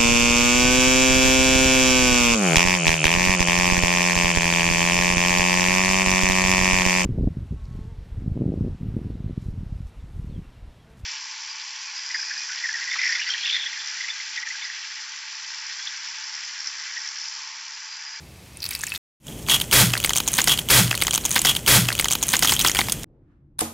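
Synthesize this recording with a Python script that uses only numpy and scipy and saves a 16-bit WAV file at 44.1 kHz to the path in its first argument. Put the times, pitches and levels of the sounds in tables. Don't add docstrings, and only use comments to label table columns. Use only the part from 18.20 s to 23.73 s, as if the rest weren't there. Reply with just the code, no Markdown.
import sys
import numpy as np
from scipy import signal
from scipy.fft import rfft, irfft, next_fast_len
from scipy.io import wavfile
from scipy.ndimage import uniform_filter1d

SR = 44100
rng = np.random.default_rng(int(sys.argv[2]) if len(sys.argv) > 2 else 0)


def generate_wav(sig):
    pcm = np.round(np.clip(np.atleast_2d(sig).T, -1, 1) * 32767).astype(np.int16)
    wavfile.write(sys.argv[1], SR, pcm)


def natural_amplitude(level_db):
    exponent = np.asarray(level_db, float) / 20
    return 10 ** exponent


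N = 243873
FOAM_END_S, EGG_START_S, EGG_END_S = .778, 1.0, 4.8445

# pitch in Hz, width in Hz, level in dB.
SHELL_MODES = [(3320, 95, -15.5), (3120, 130, -21)]


def foam():
    # start in seconds, peak in dB, ring in Hz,
    # level of the bright part in dB, time to fall 60 dB in seconds.
    big_cracks = [(.3705, -24.5, 9320, -16, .006), (.4028, -25, 5490, -20, .009),
                  (.4199, -22, 4400, -16, .014), (.4274, -17, 4350, -14, .014),
                  (.4403, -11, 4500, -15, .008), (.4528, -14, 4400, -19, .009),
                  (.4622, -14, 4490, -17, .011), (.4887, -15, 9440, -13, .009),
                  (.5071, -13, 4430, -8, .014), (.5114, -17, 2200, -8, .008), (.5312, -19, 5210, -11, .016),
                  (.5498, -10, 4470, -12, .008), (.5927, -27, 990, -4, .012), (.6085, -20, 5800, -14, .01),
                  (.615, -17, 8630, -15, .006), (.6349, -11, 1700, -13, .009), (.638, -13, 6900, -13, .009),
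                  (.6662, -16, 7660, -12.5, .013), (.6705, -23, 2620, -12, .016),
                  (.693, -19, 9990, -13, .006), (.7195, -13, 2610, -32, .006), (.7382, -18, 1870, -3, .012),
                  (.7478, -19, 3560, -12, .016), (.7757, -21, 12500, -9, .007)]
    ticks = [(.4236, -23, 5000, -16, .006), (.4565, -27, 7200, -12, .006), (.5215, -25, 10000, -10, .006),
             (.5235, -25, 2200, -14, .008), (.5375, -22, 8500, -12, .007), (.5597, -20, 4600, -14, .008),
             (.5725, -30, 8000, -12, .005), (.578, -29, 7000, -10, .005), (.5905, -22, 8500, -10, .006),
             (.597, -26, 8700, -12, .005), (.6297, -21, 7000, -8, .006), (.6748, -20, 2200, -14, .008),
             (.6827, -22, 5200, -14, .008), (.7013, -21, 4600, -16, .012), (.7525, -20, 4900, -14, .01),
             (.7585, -18, 4000, -14, .008), (.762, -24, 7000, -12, .007)]
    # time in seconds, level in dB.
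    grip = [
        (0, -52.5),
        (.37, -50),
        (.47, -46),
        (.53, -38),
        (.58, -43),
        (.7, -41),
        (.76, -38),
        (.776, -41),
    ]
    # pitch in Hz, width in Hz, level in dB.
    bowl_modes = [(2610, 50, -5), (4680, 200, -20)]
    # pitch in Hz, level in dB.
    crumble_colour = [(410, -45), (700, -12.5), (2270, 1), (2590, -2), (5090, -3), (6540, -5), (12500, -9),
                      (15900, -17.5), (16500, -23.5)]
    # pitch in Hz, level in dB.
    room_colour = [(15, -58.5), (25, -35), (46, -10.5), (75, -2.5), (153, -5.5), (216, -11.5), (1200, -25),
                   (1560, -47.5), (2640, -120)]

    grip_db, = in_time(grip)
    crust = cracks(big_cracks + ticks, bowl_modes, [],
                   sharp=3.2, body_db=-15.5, dull_db=-23.5, bright_db=4.5)
    hiss_share = 3.0 * lighter_is_smoother(grip_db + 46)
    crumble = coloured(crumbs(1500, 1.5, sharp=9.6, smooth=hiss_share), crumble_colour)
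    crumble = crumbling(grip_db, crust) * with_modes(crumble, bowl_modes, gain_db=-8.0)
    rumble = room(room_colour, -47.5 - .1 * (grip_db + 43.5))
    return (crust + crumble + rumble) * between(-1, FOAM_END_S)


def egg():
    # start in
    # seconds, peak in dB, # ring in Hz, level of the bright part in dB, time to fall 60 dB in seconds.
    shell_cracks = [(1.0675, -20, 6800, -14, .01), (1.0819, -21, 3400, -14, .007),
                    (1.1231, -31, 3250, -17, .009), (1.2645, -22, 3350, -16, .009),
                    (1.2854, -12, 2150, -14, .011), (1.2958, -4.5, 3330, -15, .03),
                    (1.3015, -6, 3290, -15, .02), (1.312, -4, 3140, -15, .017),
                    (1.3186, -4, 3330, -12, .035), (1.3352, -4, 3130, -16, .02),
                    (1.3417, -3, 3310, -11, .03), (1.3582, -13, 3290, -16, .011),
                    (1.3629, -11.5, 3300, -18.5, .018), (1.3784, -22, 3320, -14, .015),
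                    (1.3995, -11, 3600, -9, .01), (1.4125, -9, 3600, -8, .008),
                    (1.4148, -6, 3250, -6, .013), (1.5115, -8, 3290, -6, .012),
                    (1.5175, -14, 2300, -9, .009), (1.5265, -5, 3320, -6, .02),
                    (1.7035, -17, 3040, -16, .01), (1.732, -16, 1860, -11, .006), (1.7353, -5, 2850, -20, .014),
              (1.752, -11, 1760, -24, .007), (1.7671, -15, 1870, -22, .008), (1.7757, -6, 4300, -9, .011),
              (1.8007, -9, 2870, -6, .007), (1.817, -21, 6460, -16, .007), (1.8285, -13, 3200, -7, .007),
              (1.8389, -8, 3600, -8, .009), (1.8455, 0, 2000, -7, .016), (1.8592, -9, 8700, -6, .01),
              (1.873, -17, 1750, -13, .009), (1.8927, -5, 5600, -13, .009), (1.8935, -9, 3300, -20, .006),
              (1.9044, -8, 1500, -8, .011), (1.9335, -13, 3300, -20, .006), (1.9329, -5.5, 7200, -14, .012),
              (1.9508, -15, 5140, -10, .01), (1.958, -5, 2300, -11, .009), (1.9641, -5, 7760, -11, .013),
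              (1.973, -4, 6530, -12, .013), (1.9816, -4, 7350, -15, .011), (2.0015, -4, 2690, -7, .015),
                    (2.0349, -20, 6580, -10, .008), (2.069, -15, 6530, -14, .01), (2.0762, -4, 6700, -11, .016),
              (2.081, -12, 6480, -14, .01), (2.0844, -6, 6800, -13, .012), (2.1176, -11, 11800, -11, .005),
              (2.1315, -6, 9500, -10, .01), (2.1381, -4, 6780, -17, .01), (2.149, -13, 8750, -9, .018),
              (2.1561, -13, 6520, -12.5, .008), (2.1687, -7, 8700, -9, .01), (2.1804, -6.5, 3680, -8, .014),
              (2.1847, -2, 1600, -6, .028), (2.1959, -9, 3600, -12, .018), (2.203, -9, 1860, -9, .014),
              (2.2153, -5, 6490, -14, .012), (2.2409, -4, 8710, -9, .011), (2.2732, -2, 1990, -8, .022),
              (2.281, -1.5, 5900, -13, .014),
                    (4.246, -3, 1990, -9, .022), (4.2545, -4, 5600, -13, .01), (4.2725, -3, 3230, -6, .022),
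             (4.283, -7, 3230, -12, .009), (4.2928, -2, 3150, -12, .025), (4.3086, -9, 8500, -11, .01),
             (4.3202, -2, 2000, -6, .024), (4.3363, -5, 6750, -10, .01), (4.364, -8, 3230, -10, .007),
             (4.3918, -2, 3830, -3, .015), (4.4005, -6, 3600, -8, .01), (4.409, -7, 3170, -8, .018),
             (4.4192, -7, 6000, -14, .006),
                    (4.447, 0, 1100, -6, .018), (4.4626, -3, 3180, -12, .018), (4.4707, -3, 6820, -10, .02),
                   (4.4822, -4.5, 5480, -12, .014), (4.4957, -7, 1960, -12, .009),
                   (4.496, -9, 6600, -14, .008), (4.5153, -5.5, 6410, -14, .009),
                   (4.548, -5, 2050, -9, .009), (4.5565, -13, 1860, -9, .018), (4.568, -5, 3250, -12, .01),
                   (4.5885, 0, 2000, -12, .02), (4.6009, -12, 1950, -9, .012),
                   (4.6074, -7, 4100, -10, .008), (4.613, -5, 1900, -14, .01),
                   (4.6689, -21, 4090, -10, .009), (4.6845, -9, 1920, -11, .009),
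                   (4.6961, -10, 4000, -4, .014), (4.7205, -2, 8900, -7, .017),
                   (4.8324, -17, 6550, -8, .006), (4.8418, -19, 1770, -16, .009)]
    ticks = [(1.2259, -30, 5330, -10, .007), (1.2895, -17, 3500, -14, .008), (1.3285, -12, 3300, -14, .012),
             (1.3505, -12, 3200, -14, .012), (1.371, -20, 3300, -14, .012), (1.4105, -19, 2300, -14, .006),
             (1.668, -15, 7000, -8, .007), (1.745, -17, 5500, -9, .005), (1.7635, -22, 1900, -14, .006),
             (1.781, -18, 8800, -9, .008), (1.794, -24, 4000, -10, .005), (1.8105, -25, 6000, -12, .006),
             (1.9115, -22, 1700, -14, .006), (1.918, -22, 3800, -8, .005), (2.062, -24, 4000, -14, .008),
             (2.2755, -6, 2200, -9, .012), (2.287, -10, 3300, -12, .01), (4.263, -12, 2200, -9, .008),
             (4.3005, -9, 6000, -9, .01), (4.331, -10, 8500, -9, .009), (4.342, -11, 6500, -9, .008),
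             (4.3505, -14, 6200, -9, .007), (4.3725, -15, 3300, -14, .008), (4.384, -20, 3300, -12, .007),
             (4.4125, -7, 6000, -8, .012), (4.4235, -12, 8500, -12, .006), (4.4578, -12, 1200, -12, .012),
             (4.4755, -9, 2900, -10, .012), (4.5063, -15, 2200, -8, .006), (4.6379, -22, 2040, -13, .009)]
    # time in seconds, level in dB.
    grip = [(1.0, -40), (1.26, -44.5), (1.3, -22), (1.35, -22), (1.39, -34), (1.47, -41), (1.74, -37),
            (2.06, -38), (2.2, -28), (2.25, -36), (2.2925, -23), (4.243, -25), (4.34, -24), (4.375, -35),
            (4.47, -26), (4.53, -36), (4.6, -31), (4.844, -41)]
    # pitch in Hz, width in Hz, level in dB.
    high_modes = [(6600, 700, -9), (8700, 800, -11)]
    # pitch in Hz, level in dB.
    crumble_colour = [(350, -30), (600, -7.5), (3000, 1.5), (3440, -2.5), (4870, -4.5), (6610, 1.5),
                      (15200, -5), (16500, -27.5)]
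    # pitch in Hz, level in dB.
    room_colour = [(18, -33.5), (30, -9), (47, 2), (75, -5), (130, 0.5), (210, -5), (330, -9), (620, -16),
                   (1000, -23), (1500, -45.5)]
    loop_start_s, loop_samples = 1.3175, 43008
    fade_in_s, fade_in_db = 0.089, -29

    grip_db, = in_time(grip)
    all_cracks = shell_cracks + ticks
    shell = cracks(all_cracks, SHELL_MODES, high_modes,
                   sharp=2.6, body_db=-7.0, dull_db=-7.5, bright_db=6.5)
    hiss_share = 1.21 * lighter_is_smoother(grip_db + 33)
    crumble = coloured(crumbs(4000, 1.6, sharp=5.2, smooth=hiss_share), crumble_colour)
    crumble = crumbling(grip_db, shell) * with_modes(crumble, SHELL_MODES, gain_db=-1.5)
    out = shell + crumble + burst() + room(room_colour, -34.5 + .2 * (grip_db + 33.5))
    start = round(loop_start_s * SR)
    out[start:start + 3 * loop_samples] = np.tile(out[start:start + loop_samples], 3)
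    fade_db, = in_time([(EGG_START_S, fade_in_db), (EGG_START_S + fade_in_s, 0)])
    return out * natural_amplitude(fade_db) * between(EGG_START_S, EGG_END_S)


def burst():
    # pitch in Hz, level in dB.
    crunch_colour = [(150, -7.5), (250, -4.5), (999, -6.5), (1370, -4), (10800, -6), (15700, -10.5),
                     (16500, -39)]
    # peak time in seconds, peak in dB, pitch in Hz,
    # time to rise 60 dB in seconds, time to fall 60 dB in seconds.
    booms = [
        (1.55, -31, 295, 0.04, .3),
        (1.58, -24, 128, .12, .1),
        (1.583, -29, 56, 0.27, 0.1),
        (1.62, -16, 121, .16, .1),
        (1.632, -24, 199, .25, 0.27),
        (1.648, -22.5, 172, 0.14, 0.22),
        (1.68, -23, 124, .2, .36),
    ]
    start_s, attack_s, hold_s, fall_db_per_s = 1.521, .007, 0.085, 229
    pitch_sag_hz_per_s = 99

    full_s = start_s + attack_s
    held_s = full_s + hold_s
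    crunch_db, = in_time([(start_s, -17), (full_s, 0), (held_s, 0), (held_s + 1, -fall_db_per_s)])
    rubble = grains(9800, 2.67, smooth=0.58) + 0.5 * crumbs(2500, 2.7, sharp=7.3, smooth=0)
    crunch = natural_amplitude(-11.5 + crunch_db) * with_modes(coloured(rubble, crunch_colour), SHELL_MODES, gain_db=-3.0)
    boom = 0
    for s, db, hz, rise_s, fall_s in booms:
        t = np.arange(N) / SR - s
        wave = np.cos(2 * np.pi * t * (hz - pitch_sag_hz_per_s * t / 2))
        boom = boom + natural_amplitude(db) * swell(s, rise_s, fall_s) * wave
    return crunch * between(start_s, 9) + np.sqrt(2) * boom


def slime():
    # start in seconds, peak in dB, ring in Hz,
    # level of the bright part in dB, time to fall 60 dB in seconds.
    slaps = [
        (5.3897, -13, 9800, -9.5, .011),
        (5.4052, -17, 8500, -14, .008),
        (5.4085, -13, 8800, -12, .012),
    ]
    # pitch in Hz, level in dB.
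    wet_colour = [(410, -41.5), (700, -17.5), (1410, -8.5), (8750, -9), (14500, -11.5), (16500, -68.5)]
    thud_colour = [(80, -20), (200, -3), (800, -3.5), (1300, -7), (2500, -64)]
    room_colour = [(15, -41), (25, 1), (106, -3.5), (145, 3.5), (174, -9), (340, -7), (397, -22),
                   (12000, -78), (15600, -95), (22000, -120)]

    wet = coloured(grains(6000, 4.9, smooth=2.9), wet_colour)
    tail = natural_amplitude(-31.5) * swell(5.412, rise_s=0.15, fall_s=.36) * wet
    thud = coloured(rng.standard_normal(N), thud_colour)
    tail += natural_amplitude(-37) * swell(5.42, rise_s=.12, fall_s=0.46) * thud
    clicks = cracks(slaps, [], [], sharp=3.9, body_db=0, dull_db=5.0, bright_db=3.0)
    slap = clicks + tail * between(5.385, 9)
    return (slap + dish() + rustle() + room(room_colour, -55)) * between(EGG_END_S, 9)


def dish():
    # pitch in Hz, level in dB, time to fall 60 dB in seconds.
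    dish_modes = [(88, -38, .6), (140, -38, .3), (228, -31, .5), (322, -25, 0.18), (448, -19, 0.046),
                  (538, -40, .3), (725, -22, 0.065), (834, -40, .4), (1020, -36, .12), (1244, -42, .4)]
    hit_s = 5.417
    t = np.maximum(np.arange(N) / SR - hit_s, 0)
    ring = sum(natural_amplitude(db - 60 * t / t60) * np.sin(2 * np.pi * hz * t) for hz, db, t60 in dish_modes)
    return ring * (1 - np.exp(-t / 0.00083))


def cracks(table, modes, tops, sharp, body_db, dull_db, bright_db):
    size = 2048
    out = np.zeros(N + size)
    t = np.arange(size) / SR
    near, near_db = .06, 18
    body_takes_db = 8.0
    lag_s = .0004
    swell_share, brittle_share, strike_share = .04, .76, .8
    linger = 1.65
    thud = signal.butter(2, [220, 750], "band", fs=SR, output="sos")
    dull = signal.butter(3, [750, 2500], "band", fs=SR, output="sos")
    middle = signal.butter(2, [2500, 6000], "band", fs=SR, output="sos")
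    bright = signal.butter(2, 6000, "high", fs=SR, output="sos")
    wide = signal.butter(2, [1100, 12000], "band", fs=SR, output="sos")
    noise = rng.standard_normal((len(table), 3, size))
    for (s, peak_db, hz, top_db, t60), (white, uneven, luck) in zip(table, noise):
        is_near = [abs(hz / f - 1) < near for f, _, _ in modes]
        taken_db = body_takes_db * any(is_near)
        low_db = dull_db - 7.5 * np.log2(hz / 3000) + 4.0 * np.log2(t60 / .012) - taken_db
        high_db = bright_db + top_db
        middle_db = (low_db + high_db) / 2

        snap = natural_amplitude(-60 * (t / (brittle_share * t60)) ** linger)
        settling = .035 * natural_amplitude(-60 * t / (3.0 * t60))
        shape = (1 - np.exp(-t / (swell_share * t60))) * (snap + settling)
        volley = white * natural_amplitude(1.4 * uneven) * shape
        strike = volley * natural_amplitude(-60 * t / (strike_share * t60))
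        first = volley * natural_amplitude(-60 * t / 0.0025)

        parts = [(double_resonance(volley, hz, hz / sharp), -4.5 - taken_db),
                 (signal.sosfilt(dull, volley), low_db),
                 (signal.sosfilt(middle, volley), middle_db + 1.5),
                 (signal.sosfilt(bright, volley), high_db),
                 (signal.sosfilt(wide, first), middle_db - 3.5),
                 (signal.sosfilt(thud, volley), low_db - 10.5)]
        for (f, width_hz, db), z in zip(tops, luck):
            parts.append((resonance(volley, f, width_hz), db + high_db + 4.0 * z))
        for (f, width_hz, db), close in zip(modes, is_near):
            parts.append((resonance(strike, f, width_hz), db + body_db + near_db * close))
        crack = sum(natural_amplitude(db) * rms_one(part) for part, db in parts)
        at = round((s + lag_s) * SR)
        out[at:at + size] += natural_amplitude(peak_db) * crack / np.max(np.abs(crack))
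    return out[:N]


def crumbling(grip_db, snaps):
    aftermath_db, aftermath_s = -14, 0.01
    r = np.exp(-1 / (aftermath_s * SR))
    recent_power = signal.lfilter([1 - r], [1, -r], snaps ** 2)
    return np.sqrt(natural_amplitude(2 * grip_db) + natural_amplitude(2 * aftermath_db) * recent_power)


def lighter_is_smoother(grip_db):
    return np.exp(-.046 * grip_db)


def crumbs(per_s, spread_db, sharp, smooth):
    clicks = grains(per_s, spread_db, smooth=0)
    pitches = np.geomspace(900, 14000, 12)
    dealt = rng.integers(0, len(pitches), N)
    rings = 0
    for k, hz in enumerate(pitches):
        ring = resonance(clicks * (dealt == k) + 1e-18, hz, hz / sharp)
        rings = rings + np.sqrt(hz) * rms_one(ring)
    slow = uniform_filter1d(rng.standard_normal(N), size=250)
    clumps = rms_one(uniform_filter1d(slow, size=250))
    mixed = natural_amplitude(3.0 * clumps) * rms_one(rings) + smooth * rng.standard_normal(N)
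    return mixed / np.sqrt(1 + smooth ** 2)


def grains(per_s, spread_db, smooth):
    sizes = natural_amplitude(spread_db * np.minimum(rng.exponential(1, N), 5)) * rng.choice([-1, 1], N)
    clicks = rms_one(sizes * (rng.random(N) < per_s / SR))
    return rms_one(clicks + smooth * rng.standard_normal(N))


def rustle():
    sleeve = rms_one(double_resonance(rng.standard_normal(N), 1100, 1200))
    settling = rms_one(double_resonance(rng.standard_normal(N), 420, 280))
    out = natural_amplitude(-74) * swell(5.12, rise_s=.45, fall_s=.5) * sleeve
    return out + natural_amplitude(-64) * swell(4.95, rise_s=.6, fall_s=.6) * settling


def room(spectrum, level_db):
    return natural_amplitude(level_db) * coloured(rng.standard_normal(N), spectrum)


def with_modes(x, modes, gain_db):
    return x + sum(natural_amplitude(gain_db + db) * rms_one(resonance(x, hz, width_hz)) for hz, width_hz, db in modes)


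def resonance(x, hz, width_hz):
    r = np.exp(-np.pi * width_hz / SR)
    poles = [1, -2 * r * np.cos(2 * np.pi * hz / SR), r * r]
    return signal.lfilter([(1 - r * r) / 2, 0, (r * r - 1) / 2], poles, x)


def double_resonance(x, hz, width_hz):
    return resonance(resonance(x, hz, width_hz), hz, width_hz)


def swell(peak_s, rise_s, fall_s):
    t = np.arange(N) / SR - peak_s
    return uniform_filter1d(natural_amplitude(-60 * np.maximum(-t / rise_s, t / fall_s)), size=300)


def coloured(x, spectrum):
    return rms_one(shaped(x, spectrum))


def shaped(x, spectrum):
    hz, level_db = np.transpose(spectrum)
    size = next_fast_len(N)
    bins = np.maximum(np.arange(size // 2 + 1) * SR / size, 1)
    gain = natural_amplitude(np.interp(np.log(bins), np.log(hz), level_db))
    return irfft(rfft(x, size) * gain, size)[:N]


def rms_one(x):
    return x / np.sqrt(np.mean(x ** 2) + 1e-20)


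def in_time(rows):
    s, *columns = np.transpose(rows)
    return [np.interp(np.arange(N) / SR, s, c) for c in columns]


def between(t0, t1):
    t = np.arange(N) / SR
    return np.clip(np.minimum(t - t0, t1 - t) / .002, 0, 1)


def scene():
    # pitch in Hz, left-right difference over the middle in dB.
    slime_width = [(60, -19), (250, -20), (700, -8.5), (1300, -1), (5000, -4.5), (8700, 8), (12000, 1.5)]
    mid = foam() + egg() + slime()
    side = shaped(slime(), slime_width) * between(EGG_END_S, 9)
    return np.array([mid - side, mid + side])


def top_cut(x):
    return signal.sosfilt(signal.butter(12, 16820, fs=SR, output="sos"), x)


def record(dry):
    ceiling = .47
    flat = dry / (1 + np.abs(dry / ceiling) ** 4) ** .25
    treble_cut = signal.cheby2(10, 50, 16800, fs=SR, output="sos")
    return top_cut(signal.sosfilt(treble_cut, flat))


dry = scene()
out = record(dry)
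generate_wav(out)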